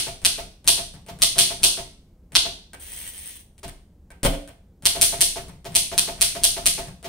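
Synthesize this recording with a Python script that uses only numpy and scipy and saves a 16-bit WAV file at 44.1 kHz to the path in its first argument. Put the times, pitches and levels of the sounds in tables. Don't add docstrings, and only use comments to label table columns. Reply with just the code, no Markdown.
import sys
import numpy as np
from scipy import signal
from scipy.fft import rfft, irfft
from scipy.io import wavfile
from scipy.ndimage import uniform_filter1d, minimum_filter1d

SR = 44100
rng = np.random.default_rng(int(sys.argv[2]) if len(sys.argv) > 2 else 0)


def unload_wav(signal):
    wavfile.write(
        sys.argv[1],
        SR,
        np.round(np.clip(np.atleast_2d(signal).T, -1, 1) * 32767).astype(np.int16),
    )


N = 312228
LEAD = SR // 4
LENGTH = N + LEAD
TOP_HZ = 15700

# (time [s], level [dB], slap on the roller [relative dB], key held for [s])
KEYSTROKES = [(-0.046, -21.5, -1.5, 0.11), (0.2492, -22, 0, 0.13), (0.676, -16.5, -1, 0.1),
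              (1.2199, -18.5, 0, .138), (1.3829, -16, -1, 0.12), (1.6329, -16.5, -1.5, 0.14),
              (2.3524, -23, 7.5, 0.098), (4.855, -21, -1.5, 0.095), (5.0133, -16.5, -6.5, 0.11),
              (5.2078, -18.5, -5, .151), (5.7518, -19.5, -4, .165), (5.979, -22.5, -2, .096),
              (6.2111, -19.5, -3.5, 0.14), (6.4357, -18.5, -4, 0.13), (6.6583, -20, -4, 0.12)]
# (frequency [Hz], level [dB])
RATTLE_TONE = [(600, -11), (1500, -7), (3300, -1.5), (5000, -4), (7000, -5), (9200, 8), (10700, -11),
               (15500, -6)]
# (pressed [s], let go [s], back at its stop [s], clack level [dB])
SPACE_BAR = [(.938, 1.064, 1.084, -35.5), (5.482, 5.645, 5.652, -33), (6.873, 7.028, 7.044, -31.5)]
# (time [s], level [dB], knock [relative dB])
LEVER_TICKS = [(2.733, -40, -6.5), (3.58, -50, -19.5), (3.68, -37.5, -13.5), (4.104, -48.5, -3.5),
               (4.476, -44.5, -9.5)]
# (time [s], level [dB], rattle [relative dB])
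CARRIAGE_STOP = (3.631, -34, 1.55)


def undb(db):
    return 10 ** (np.asarray(db) / 20)


def on_log_axis(hz, points, values):
    return np.interp(np.log(hz + 1), np.log(points), values)


def convolve(x, response):
    return signal.oaconvolve(x, response)[:LENGTH]


def colour(x, tone, size=8192):
    gains = undb(on_log_axis(np.fft.rfftfreq(size, 1 / SR), *np.transpose(tone)))
    cepstrum = irfft(np.log(gains))
    cepstrum[1:size // 2] *= 2
    cepstrum[size // 2 + 1:] = 0
    response = irfft(np.exp(rfft(cepstrum)))
    return convolve(x, response / np.linalg.norm(response))


def fade(t, t60):
    return np.exp(-np.minimum(np.log(1000) * t / t60, 50))


def ring(x, notes):
    t = np.arange(SR) / SR
    response = sum(rng.choice([-1, 1]) * undb(db) * fade(t, t60) * np.sin(2 * np.pi * hz * t)
                   for hz, db, t60 in notes)
    return convolve(x, response / np.linalg.norm(response))


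def blows(times, dbs, t60, size=32768):
    force, t = np.zeros(LENGTH + 2 * size), np.arange(size) / SR
    envelope, taper = fade(t, t60), fade(t, 10 * t60)
    for at, db in np.broadcast(times, dbs):
        burst = rng.standard_normal(size) * envelope
        for _ in range(4):
            spectrum = rfft(burst)
            burst = irfft(spectrum / (np.abs(spectrum) + 1e-12)) * taper
        start = max(LEAD + int(at * SR), 0)
        force[start:start + size] += undb(db) * burst * np.linalg.norm(envelope) / np.linalg.norm(burst)
    return force[:LENGTH]


def crack(at, db, slap_db):
    # (frequency [Hz], level [dB])
    typebar_tone = [(1200, -24), (3000, -13.5), (5000, -5.5), (6200, -3.5), (7200, -6.5), (8200, 0.5),
                    (9400, 3.5), (9900, 4), (10500, -9), (12000, -8), (15500, -17)]
    roller_tone = [(600, -22), (1800, -15), (2500, 1), (3300, 5.5), (4400, 6.5), (5500, 1.5), (7000, -6),
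                   (10000, -28)]
    hz = np.linspace(100, SR / 2, 128)
    dulling_db = 0.84 * slap_db * (hz / TOP_HZ) ** 2
    steel = undb(on_log_axis(hz, *np.transpose(typebar_tone)) - dulling_db)
    roller = undb(on_log_axis(hz, *np.transpose(roller_tone)) - 5.5 + slap_db)
    power = steel ** 2 + roller ** 2
    force = blows([at], [db + 31], t60=0.0032) * np.sqrt(power.mean())
    return colour(force, np.column_stack([hz, 10 * np.log10(power)]), size=1024)


def steel_ring(at, db, spread_db=2):
    # (frequency [Hz], level [dB], fade time [s])
    steel_notes = [(3070, -6, .3), (3265, -1, .25), (3410, -4, .25), (3594, -1, 0.3), (4050, -1, .3),
                   (4320, -1, .3), (4463, 1, .3), (4622, -3, .3), (5815, -5, 0.3), (6217, -3.5, .3),
                   (8700, -4, .3), (9340, -2, .3), (9506, -1, .3), (9695, -1, 0.3)]
    offsets_db = spread_db * rng.standard_normal(len(steel_notes))
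    notes = [(hz, level + offset, t60) for (hz, level, t60), offset in zip(steel_notes, offsets_db)]
    return ring(blows([at], [db], t60=0.0011), notes)


def typing():
    # (frequency [Hz], level [dB])
    body_tone = [(100, -2.5), (350, -1), (700, -7), (1000, -2), (1900, 1.5), (2600, 0), (5000, -17.5)]
    at, db, slap_db, _ = np.transpose(KEYSTROKES)
    cracks = sum(crack(*stroke) for stroke in zip(at, db, slap_db))
    body_db = -10 + 0.27 * db + 0.67 * slap_db
    body = colour(blows(at, body_db, t60=0.0093), body_tone)
    ringing = sum(steel_ring(*stroke) for stroke in zip(at, db + slap_db / 2 + 14))
    carriage_step = blows(at + 0.009, db - 3, t60=0.06)
    ribbon = blows(at - 0.009, db - 19, t60=0.12)
    return cracks + body + ringing + colour(carriage_step + ribbon, RATTLE_TONE)


def ticks():
    fingers = [(at - 0.032, -45.5, -6) for at, *_ in KEYSTROKES]
    bar = [(at, db - 12.5, -5.5) for down, let_go, _, db in SPACE_BAR for at in (down, let_go)]
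    return np.transpose(fingers + bar + list(LEVER_TICKS))


def typebar_drops():
    at, _, _, held = np.transpose(KEYSTROKES)
    on_new_line = at > CARRIAGE_STOP[0]
    return at + held, -28.5 + 2.5 * on_new_line


def clacks():
    return np.transpose([(up, db, -1) for _, _, up, db in SPACE_BAR] + [CARRIAGE_STOP])


def mechanism():
    # (frequency [Hz], level [dB])
    thud_tone = [(60, -13.5), (150, -4.5), (300, -4), (450, -3.5), (680, -13.5), (800, -7.5), (1150, -9),
                 (1600, -10), (4000, -10.5), (12000, -19.5)]
    knock_tone = [(100, 0), (700, 0.5), (1100, -7.5), (1600, -5.5), (2400, -8.5), (6000, -28)]
    # (frequency [Hz], level [dB], fade time [s])
    frame_notes = [(382, -5, .13), (445, -4, .12), (570, -6, .09), (648, 0, .12), (690, 0, .12),
                   (899, -8, .07)]
    drop, drop_db = typebar_drops()
    clack, clack_db, rattle_db = clacks()
    tick, tick_db, knock_db = ticks()
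    hit, hit_db, _, _ = np.transpose(KEYSTROKES)
    thuds = blows(drop, drop_db - 9.5, t60=0.2) + blows(clack, clack_db - 6.5, t60=0.18)
    frame = blows(drop, drop_db - 4.5, t60=0.07) + blows(clack, clack_db, t60=0.04)
    frame += blows(hit, hit_db - 10.5, t60=0.024)
    metal = blows(clack, clack_db + rattle_db - 12, t60=0.065) + blows(tick, tick_db + 3.5, t60=0.019)
    knocks = blows(tick, tick_db + knock_db - 0.5, t60=0.25)
    return (colour(thuds, thud_tone) + ring(frame, frame_notes)
            + colour(metal, RATTLE_TONE) + colour(knocks, knock_tone))


def table_shake():
    # (frequency [Hz], level [dB])
    table_tone = [(18, -7.5), (33, 5), (48, -11), (65, 1.5), (90, -15), (130, -7.5), (190, -13), (300, -20),
                  (800, -47.5)]
    bump_tone = [(40, -12.5), (120, -5.5), (170, 0), (260, -22), (700, -27.5), (3000, -48.5)]
    hit, hit_db, _, _ = np.transpose(KEYSTROKES)
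    drop, drop_db = typebar_drops()
    down, _, up, space_db = np.transpose(SPACE_BAR)
    stop, stop_db, _ = CARRIAGE_STOP
    shudder = blows(hit - 0.02, 0.15 * hit_db - 35, t60=0.6)
    shudder += blows(drop + 0.015, drop_db - 12.5, t60=0.46)
    jolt = blows([stop + 0.022], [stop_db + 1], t60=0.16)
    bumps = blows(down, space_db - 9, t60=0.38) + blows(up + 0.025, space_db - 6.5, t60=0.44)
    return colour(shudder + jolt, table_tone) + colour(bumps, bump_tone)


def air():
    # (frequency [Hz], level [dB])
    rumble_tone = [(12, -33.5), (20, -1), (70, 3.5), (127, -11), (182, -4.5), (234, -12.5), (542, -22.5),
                   (1400, -40), (3070, -48), (8890, -48.5), (10500, -52), (14700, -49.5), (16000, -49.5)]
    rumble = undb(-51.5) * colour(rng.standard_normal(LENGTH), rumble_tone)
    return rumble + undb(-80.5) * rng.standard_normal((2, LENGTH))


def levers():
    # (frequency [Hz], level [dB], fade time [s])
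    lever_notes = [(1577, 0, .1), (1790, -4, .06), (2288, -9, .08)]
    at, db, knock_db = np.transpose(LEVER_TICKS)
    return ring(blows(at, db + knock_db + 16.5, t60=0.0018), lever_notes)


def carriage_return(full_push_db=-38.5):
    # (time [s], level [dB])
    push = [(2.8, -47), (2.99, -40), (3.052, -41.5), (3.068, -37), (3.102, -46.5), (3.306, -43),
            (3.402, -54), (3.46, -82)]
    # (frequency [Hz], level [dB])
    ratchet_tone = [(3000, -19.5), (7200, -21), (8300, -0.5), (9600, 0.5), (10500, -15), (15500, -7.5)]
    rail_tone = [(500, -7), (1300, -18), (1850, -1), (2300, -4.5), (3200, 1), (4000, -4.5), (5200, -7.5),
                 (6200, -2), (7100, -7), (9400, -1.5), (10800, -6), (15500, -6.5)]
    t = (np.arange(LENGTH) - LEAD) / SR
    times, push_db = np.transpose(push)
    effort_db = np.interp(t, times, push_db) - full_push_db
    moving = uniform_filter1d(1.0 * ((t > times[0]) & (t < times[-1])), size=600)
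    teeth_per_s = 95 * undb(0.9 * effort_db)
    teeth_passed = np.cumsum(teeth_per_s) / SR
    into_tooth = teeth_passed % 1
    tooth_db = 2.6 * rng.standard_normal(4096)[teeth_passed.astype(int)]
    clicks = rng.standard_normal(LENGTH) * np.exp(-into_tooth / 0.2) * undb(tooth_db - 31 + effort_db)
    pulsing = 1 + 0.97 * np.exp(-into_tooth / 0.27)
    hiss = rng.standard_normal(LENGTH) * pulsing * undb(-47 + 0.88 * effort_db)
    return colour(clicks * moving, ratchet_tone) + colour(hiss * moving, rail_tone)


def heavy_thump():
    # (time [s], level [dB], rattle [relative dB])
    bumps = [(4.231, -29.5, 12.5), (4.249, -18.5, 4), (4.271, -37, -18.5), (4.335, -37, -31),
             (4.49, -49.5, -25)]
    # (frequency [Hz], level [dB])
    thump_tone = [(20, -8), (38, -8.5), (170, -6), (209, -11.5), (275, -8.5), (325, -14.5), (445, -14.5),
                  (650, -8), (750, -19), (1200, -25), (3000, -26.5), (6000, -36)]
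    # (frequency [Hz], level [dB], fade time [s])
    table_notes = [(35, 4, 0.33), (66.8, -4, 0.25), (288, -11, 0.4), (450, -8, 0.35), (545, -6, 0.27),
                   (665, -9, .3)]
    cover_notes = [(1570, -6, 0.07), (3190, 5, 0.05), (3330, 2, 0.05)]
    at, db, rattle_db = np.transpose(bumps)
    kicks = np.bincount(LEAD + (at * SR).astype(int), undb(db + 29.5), LENGTH)
    boom = colour(blows(at, db + 3, t60=0.13), thump_tone) + ring(kicks, table_notes)
    ping = ring(blows(at + 0.006, db + 3, t60=0.0019), cover_notes)
    rattle = colour(blows(at, db + rattle_db - 4.5, t60=0.05), RATTLE_TONE)
    return boom + ping + rattle


def room(x, right_lag_s=0.00003):
    # (delay [s], level [dB])
    echoes = [(.005, -5.5), (.0063, -17.5), (.007, -13), (.0098, -3.5), (.0102, -3), (0.0147, -0.5),
              (0.0155, -26), (0.025, -18)]
    # (frequency [Hz], level [dB], fade time [s], left-right likeness [-1 to 1])
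    wash_bands = [(60, -5.5, 0.4, 0.96), (250, -2, 0.33, .88), (630, -2.5, 0.35, 0.67), (1398, -4, 0.41, 0),
                  (3520, -1, 0.43, -.1), (9500, -3.5, 0.37, 0.01), (15000, -6, 0.3, 0.09)]
    t = np.arange(SR) / SR
    hz = np.fft.rfftfreq(SR, 1 / SR)
    points, wash_db, fade_times, likeness = np.transpose(wash_bands)
    alike = np.clip(on_log_axis(hz, points, likeness), -1, 1)
    mid, side = rfft(rng.standard_normal((2, SR)))
    wash = mid * np.sqrt((1 + alike) / 2) + np.array([[1], [-1]]) * side * np.sqrt((1 - alike) / 2)
    response = np.zeros((2, SR))
    for share, db, t60 in zip(np.eye(len(points)), wash_db, fade_times):
        band = irfft(wash * on_log_axis(hz, points, share))
        envelope = fade(t, t60) * np.clip((t - 0.003) / 0.027, 0, 1)
        response += undb(db) * band * envelope / np.linalg.norm(envelope)
    early = np.zeros((2, SR))
    for delay, db in echoes:
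        smear = fade(np.abs(t - delay), t60=0.006) * (t >= delay)
        early += undb(db) * rng.standard_normal((2, SR)) * smear / np.linalg.norm(smear)
    response += signal.lfilter(*signal.butter(2, 700, "high", fs=SR), early)
    response[0, 0] += undb(2.64)
    response[1, int(right_lag_s * SR)] += undb(-0.16)
    return np.array([convolve(x, ear) for ear in response])


def scene():
    sources = typing() + mechanism() + levers() + table_shake() + heavy_thump() + carriage_return()
    return (room(sources) + air())[:, LEAD:]


def record(dry, ceiling=0.92, hold_s=0.00094):
    size = int(hold_s * SR)
    gain = ceiling / np.maximum(np.abs(dry), ceiling)
    gain = uniform_filter1d(minimum_filter1d(gain, size), size)
    treble_cut = signal.ellip(10, 0.2, 70, TOP_HZ, fs=SR, output="sos")
    return signal.sosfilt(treble_cut, dry * gain)


dry = scene()
out = record(dry)
unload_wav(out)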